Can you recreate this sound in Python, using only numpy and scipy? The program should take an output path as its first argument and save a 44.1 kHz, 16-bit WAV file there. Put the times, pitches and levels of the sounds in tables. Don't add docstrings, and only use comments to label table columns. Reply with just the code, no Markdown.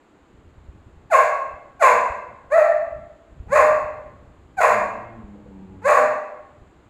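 import sys
import numpy as np
from scipy import signal
from scipy.fft import rfft, irfft, next_fast_len
from scipy.io import wavfile
from scipy.ndimage import uniform_filter1d, minimum_filter1d

SR = 44100
rng = np.random.default_rng(int(sys.argv[2]) if len(sys.argv) > 2 else 0)


def master(y):
    cut = np.clip(np.atleast_2d(y).T, -1, 1)
    pcm = np.round(cut * 32767)
    wavfile.write(sys.argv[1], SR, pcm.astype(np.int16))


N = 303849


def from_db(db):
    return 10 ** (np.asarray(db) / 20)


def rms_one(x):
    return x / np.sqrt(np.mean(x ** 2) + 1e-20)


def ramp(x):
    return np.clip(x, 0, 1)


def gate(age, attack_s, length_s, release_s):
    release = np.clip((age - length_s) / release_s, 0, 2)
    return ramp(1 + age / attack_s) * np.exp(-np.log(1000) * release)


def in_time(rows):
    times, *columns = np.transpose(rows)
    return [np.interp(np.arange(N) / SR, times, column) for column in columns]


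def events_in_time(rows, ahead_s=.15):
    t, rows = np.arange(N) / SR, np.array(rows)
    current = np.maximum(np.searchsorted(rows[:, 0] - ahead_s, t) - 1, 0)
    start, *columns = rows[current].T
    return [t - start, *columns]


def at_hz(points, hz):
    known_hz, values = np.transpose(points)
    return np.interp(np.log(np.maximum(hz, 1)), np.log(known_hz), values)


def colour(x, spectrum):
    size = 2 * next_fast_len(N // 2 + SR // 10)
    hz = np.arange(size // 2 + 1) * SR / size
    cepstrum = irfft(np.log(from_db(at_hz(spectrum, hz))))
    cepstrum[1:size // 2] *= 2
    cepstrum[size // 2 + 1:] = 0
    return irfft(rfft(x, size) * np.exp(rfft(cepstrum)))[:N]


def filtered(x, order, hz, kind="low"):
    return signal.sosfilt(signal.butter(order, hz, kind, fs=SR, output="sos"), x)


def wobble(rate_hz):
    return rms_one(filtered(rng.standard_normal(N), 2, rate_hz))


# (frequency [Hz], relative level per Hz [dB])
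HISS_SPECTRUM = [(30, -10), (130, -10), (300, 4), (550, -5), (1100, -7), (2400, -17.5), (4200, -26),
                 (5700, -38), (7200, -24), (9000, -41), (15000, -49)]


def room_hiss(rms_db=-56):
    return from_db(rms_db) * rms_one(colour(rng.standard_normal(N), HISS_SPECTRUM))


# (frequency [Hz], relative level per Hz [dB])
RUMBLE_SPECTRUM = [(20, -12.5), (40, -5), (65, 1.5), (110, -4.5), (170, -8.5), (300, -19.5), (700, -29),
                   (2000, -69)]
# (time [s], rumble level [dB])
HAND_RESTLESSNESS = [(0, -72.5), (.45, -51), (1.0, -50), (1.25, -57), (2.65, -55.5), (3.0, -44.5),
                     (3.2, -61), (3.47, -39), (3.9, -50), (5.85, -50), (6.25, -71), (6.6, -51), (6.89, -58)]


def hand_rumble(lumpy_db=3, lump_rate_hz=25):
    noise = colour(rng.standard_normal(N), RUMBLE_SPECTRUM)
    lumpy = rms_one(noise * from_db(lumpy_db * wobble(lump_rate_hz)))
    level_db, = in_time(HAND_RESTLESSNESS)
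    return from_db(level_db) * lumpy


def thuds(rows, hz, rise_s):
    out = np.zeros(N)
    for start, peak_db in rows:
        age = np.clip(np.arange(N) / SR - start, 0, 1)
        envelope = age / rise_s * np.exp(1 - age / rise_s)
        out += from_db(peak_db) * envelope * np.sin(2 * np.pi * hz * age)
    return out


# (time [s], envelope peak [dB])
HAND_BUMPS = [(0.471, -39), (0.579, -37), (.685, -31), (.97, -39), (1.536, -38), (2.1, -29.5), (2.98, -47),
              (3.325, -38), (3.399, -28), (3.485, -41), (3.844, -33.5), (4.275, -41), (5.24, -32.5),
              (6.616, -40.5)]


def hand_bumps():
    return thuds(HAND_BUMPS, hz=61.2, rise_s=0.0054)


def floor_and_wall(x, floor_s=0.002048, floor_db=-8, wall_s=.0047, wall_db=-9):
    at = np.arange(N)
    out = x
    for delay_s, level_db in [(floor_s, floor_db), (wall_s, wall_db)]:
        out = out + from_db(level_db) * np.interp(at - np.round(delay_s * SR), at, x, left=0)
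    return out


# (frequency [Hz], width [Hz], boost [dB])
STANDING_WAVES = [(196, 7.3, 2.5), (488.4, 51, 7), (526, 38, -14.5), (613, 5.5, 11.5), (672.2, 10, 6.5),
                  (792, 14, 16), (785, 85, -10.5), (1050, 200, 1.5), (1061, 36, -5), (1133.7, 8.5, -8.5),
                  (1268, 97, -8), (1346, 14, 8), (1646, 80, 3.5), (1740, 28, -10.5), (1800, 20, 1.5),
                  (2130, 22, 8.5)]
# (frequency [Hz], time to die by 60 dB [s])
ROOM_DECAY = [(150, 0.93), (550, 0.88), (1100, 0.81), (2200, 0.72), (4500, 0.65), (7500, 0.53),
              (11000, 0.3), (15000, 0.38)]


def room(x, direct_db=-.5, tail_db=2.22, first_echo_s=0.0046, build_s=0.011):
    t = np.arange(int(1.4 * SR)) / SR
    size = 2 * len(t)
    hz = np.arange(size // 2 + 1) * SR / size
    white = rfft(rng.standard_normal(size))
    band_hz, band_t60 = np.transpose(ROOM_DECAY)
    tail = 0
    for t60, share in zip(band_t60, np.eye(len(band_t60))):
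        band = np.interp(hz, band_hz, share)
        tail = tail + irfft(white * band)[:len(t)] * from_db(-60 * t / t60)
    onset = ramp((t - first_echo_s) / build_s)
    echoes = rfft(tail * onset, size)
    echoes /= np.sqrt(uniform_filter1d(np.abs(echoes) ** 2, size=70))
    boost_db = sum(db / (1 + (2 * (hz - mode_hz) / width) ** 2) for mode_hz, width, db in STANDING_WAVES)
    response = irfft(echoes * from_db(tail_db + boost_db))[:len(t)] * onset
    return from_db(direct_db) * floor_and_wall(x) + signal.fftconvolve(x, response)[:N]


# (time [s], envelope peak before the room [dB])
SOFT_KNOCKS = [(5.355, -44.5), (5.46, -42.5)]


def knocks():
    return thuds(SOFT_KNOCKS, hz=508.5, rise_s=0.0034)


def folds(pitch, count):
    phase = 2 * np.pi * np.cumsum(pitch) / SR
    half = phase / 2
    return np.sin((2 * count + 1) * half) / (2 * np.sin(half)) - .5, phase


# (frequency [Hz], gain [dB])
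CLOSED_THROAT = [(60, -20.5), (95, -3), (135, -13), (195, 2.5), (280, -2.5), (390, -12), (480, -20.5),
                 (700, -26), (860, -16), (1300, -42), (3000, -43), (8000, -65)]


def low_voice(pitch, effort, jitter=0.013, shimmer=.25, waver_hz=30, level_db=-3):
    pulses, _ = folds(pitch * (1 + jitter * wobble(waver_hz)), count=30)
    unsteady = pulses * (1 + shimmer * wobble(waver_hz))
    return colour(unsteady * effort * from_db(level_db), CLOSED_THROAT)


# (time [s], mean pitch [Hz], relative effort [dB])
GROWL_COURSE = [(4.8, 107.8, -54.5), (4.898, 116.1, -47), (5.132, 112.3, -42.5), (5.25, 101.8, -44.5),
                (5.42, 102.2, -49), (5.581, 94.55, -40), (5.77, 93.9, -47), (5.84, 95, -50.5)]


def growl(fade_s=0.013):
    pitch, effort_db = in_time(GROWL_COURSE)
    start, end = GROWL_COURSE[0][0], GROWL_COURSE[-1][0]
    age = np.arange(N) / SR - start
    return low_voice(pitch, from_db(effort_db) * gate(age, fade_s, end - start, fade_s))


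# (time [s], held length [s], pitch at that time [Hz], relative effort [dB])
BARK_GRUNTS = [(1.93, 0.014, 113, -40.5), (3.60, .05, 143.1, -39.5), (4.71, 0.085, 116, -39),
               (5.97, .07, 139.2, -39)]


def grunts(attack_s=0.012, release_s=0.14, sag_octaves_per_s=2.8):
    age, length, first_hz, effort_db = events_in_time(BARK_GRUNTS)
    pitch = first_hz * 2 ** (-sag_octaves_per_s * ramp(age))
    return low_voice(pitch, from_db(effort_db) * gate(age, attack_s, length, release_s))


LEAD_DB_PER_S, ATTACK_S, SWELL_DB = 521, 0.016, 13
START_S, RELEASE_S = 0.005, 0.039
SAG_CURVE = 2.1
LEAD_ROUGH, CLEAN_ROUGH = .3, .16
BREAK_S, ROUGH_PER_S = .014, 1.2
ROUGH_LOSS_DB = 0.5
JAW_LEAD, JAW_PUSH = 0.49, 0.082
JAW_OPEN_S, JAW_CLOSES = 0.01, 0.27
MOUTH_START_HZ, MOUTH_START_DB, MOUTH_SLIDE_S = 1167, -5, 0.06
BITE_FADE_DB_PER_S = 110.5
# (time of full voice [s], quiet lead-in before it [s], clean part [s], length [s],
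#   pitch glide [s], ease of the glide [1 = straight], first pitch [Hz], held pitch [Hz], last pitch [Hz],
#   relative effort [dB], fade over the length [dB], hoarseness at the break [0-1], jaw opening [0-1],
#   settled mouth resonance [Hz], its settled gain [dB], bright bite at full voice [dB])
BARK_GESTURES = [ (1.121, .017, 0.0045, 0.081, .058, 2.3, 890.5, 543.7, 522.4, -12, 7.8, 0.661, 0.79, 1070, 7, 6.5),
                 (1.817, 0.02, 0.0036, .112, .052, 1.2, 785, 514.4, 468, -11, 14, .82, 1, 1006, 0.5, 7.5),
                 (2.524, .020, .044, .100, .054, 1.3, 505.7, 667.6, 569.6, -12.5, 2.33, 0.442, 0.27, 1138, -3, 2),
                 (3.529, 0.044, 0.02, .120, .063, 1.087, 400, 604.7, 440.1, -10, 12.35, .62, 0.63, 1064, 9, 6),
                 (4.588, .017, 0.016, .135, .080, 1.0, 815, 562.7, 430.7, -13, 11.3, 0.865, 0.98, 1036, 1, 5.5),
                 (5.858, .038, 0.018, 0.14, .068, 1.2, 410, 608.1, 470, -11.5, 8.7, .76, .58, 1137, 8.5, 6.5)]


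def bark_controls():
    (age, lead, clean, length, glide, ease, first_hz, held_hz, last_hz, peak_db, fade_db,
     hoarse, opening, ring_hz, ring_db, bite_db) = events_in_time(BARK_GESTURES)
    voiced = age + lead
    spent = ramp(age / length)
    push = ramp(1 + age / ATTACK_S)

    sag = np.clip((voiced - glide) / (lead + length - glide), 0, 2) ** SAG_CURVE
    glided_hz = held_hz + (first_hz - held_hz) * ramp(1 - voiced / glide) ** ease
    pitch = glided_hz * (last_hz / held_hz) ** sag

    smooth = LEAD_ROUGH + (CLEAN_ROUGH - LEAD_ROUGH) * push
    broken = ramp(.5 + (age - clean) / BREAK_S)
    rough = smooth + (hoarse - smooth) * broken + ROUGH_PER_S * ramp(age - clean)

    level_db = peak_db + LEAD_DB_PER_S * np.minimum(age, 0) - SWELL_DB * (1 - push) - fade_db * spent
    level_db = level_db + ROUGH_LOSS_DB * (.5 - rough)
    effort = from_db(level_db) * gate(voiced, START_S, lead + length, RELEASE_S)

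    narrow = JAW_LEAD * opening * (1 - push) + JAW_PUSH * push
    wide = opening * (1 - JAW_CLOSES * spent ** 2)
    jaw = narrow + (wide - narrow) * ramp((age - clean) / JAW_OPEN_S)

    slide = ramp(1 - age / MOUTH_SLIDE_S)
    mouth_hz = ring_hz + (MOUTH_START_HZ - ring_hz) * slide
    mouth_db = ring_db + MOUTH_START_DB * slide
    bite_db = bite_db - BITE_FADE_DB_PER_S * ramp(age)
    return pitch, effort, ramp(rough), ramp(jaw), mouth_hz, mouth_db, bite_db


def resonance(x, centre_hz, width_hz):
    turn = np.exp(2j * np.pi * np.cumsum(centre_hz) / SR)
    r = np.exp(-np.pi * width_hz / SR)
    return 2 * np.real(turn * signal.lfilter([1 - r], [1, -r], x / turn))


# (frequency [Hz], gain [dB])
JAW_SHUT = [(200, -39), (380, -23), (490, -4), (640, 0.5), (830, 3.5), (1000, -13.5), (1800, -11),
            (2450, -25.5), (3000, -55.5), (4200, -35), (5800, -48), (6700, -28.5), (8200, -40),
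            (15000, -49)]
# (frequency [Hz], gain [dB])
JAW_WIDE = [(200, -25.5), (370, -18.5), (470, -4.5), (640, 0), (830, -1), (1100, 3), (1350, -6), (1850, -7),
            (2620, -10.5), (3000, -32.5), (4300, -26), (5800, -34), (6850, -17), (8100, -29),
            (15000, -38.5)]


def barks(jitter=.08, shimmer=0.61, uneven=0.35, unsteady_hz=220, fold_hz=2600, rasp_db=8,
          air_db=-1, edge_db=-10, air_hz=3100, flutter_db=3.5, flutter_hz=110):
    pitch, effort, rough, jaw, mouth_hz, mouth_db, bite_db = bark_controls()
    sharp, phase = folds(pitch * (1 + jitter * rough * wobble(unsteady_hz)), count=20)
    pulses = filtered(sharp, 2, fold_hz)
    pulses = pulses * (1 + rough * (shimmer * wobble(unsteady_hz) + uneven * np.cos(phase / 2)))
    puffs = (1 + np.cos(phase)) / 2 * from_db(flutter_db * wobble(flutter_hz))
    rasp = rough * from_db(rasp_db) * puffs * rng.standard_normal(N)
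    bite = from_db(air_db) * puffs * rng.standard_normal(N) + from_db(edge_db) * sharp
    bite = from_db(bite_db) * filtered(bite, 4, air_hz, "high")
    source = (pulses + rasp + bite) * effort
    wide = colour(source * jaw, JAW_WIDE)
    narrow = colour(source * (1 - jaw), JAW_SHUT)
    return narrow + wide + from_db(mouth_db) * resonance(wide, mouth_hz, width_hz=42)


def scene():
    background = room_hiss() + hand_rumble() + hand_bumps()
    heard = room(knocks() + growl() + grunts() + barks())
    return (background + heard)[None]


def record(dry, ceiling=.85, limiter_s=.004, cutoff_hz=15600):
    size = int(limiter_s * SR)
    needed_gain = ceiling / np.maximum(np.abs(dry), ceiling)
    gain = uniform_filter1d(minimum_filter1d(needed_gain, size), size)
    low_pass = signal.ellip(12, .1, 90, cutoff_hz, fs=SR, output="sos")
    return signal.sosfilt(low_pass, dry * gain)


dry = scene()
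out = record(dry)
master(out)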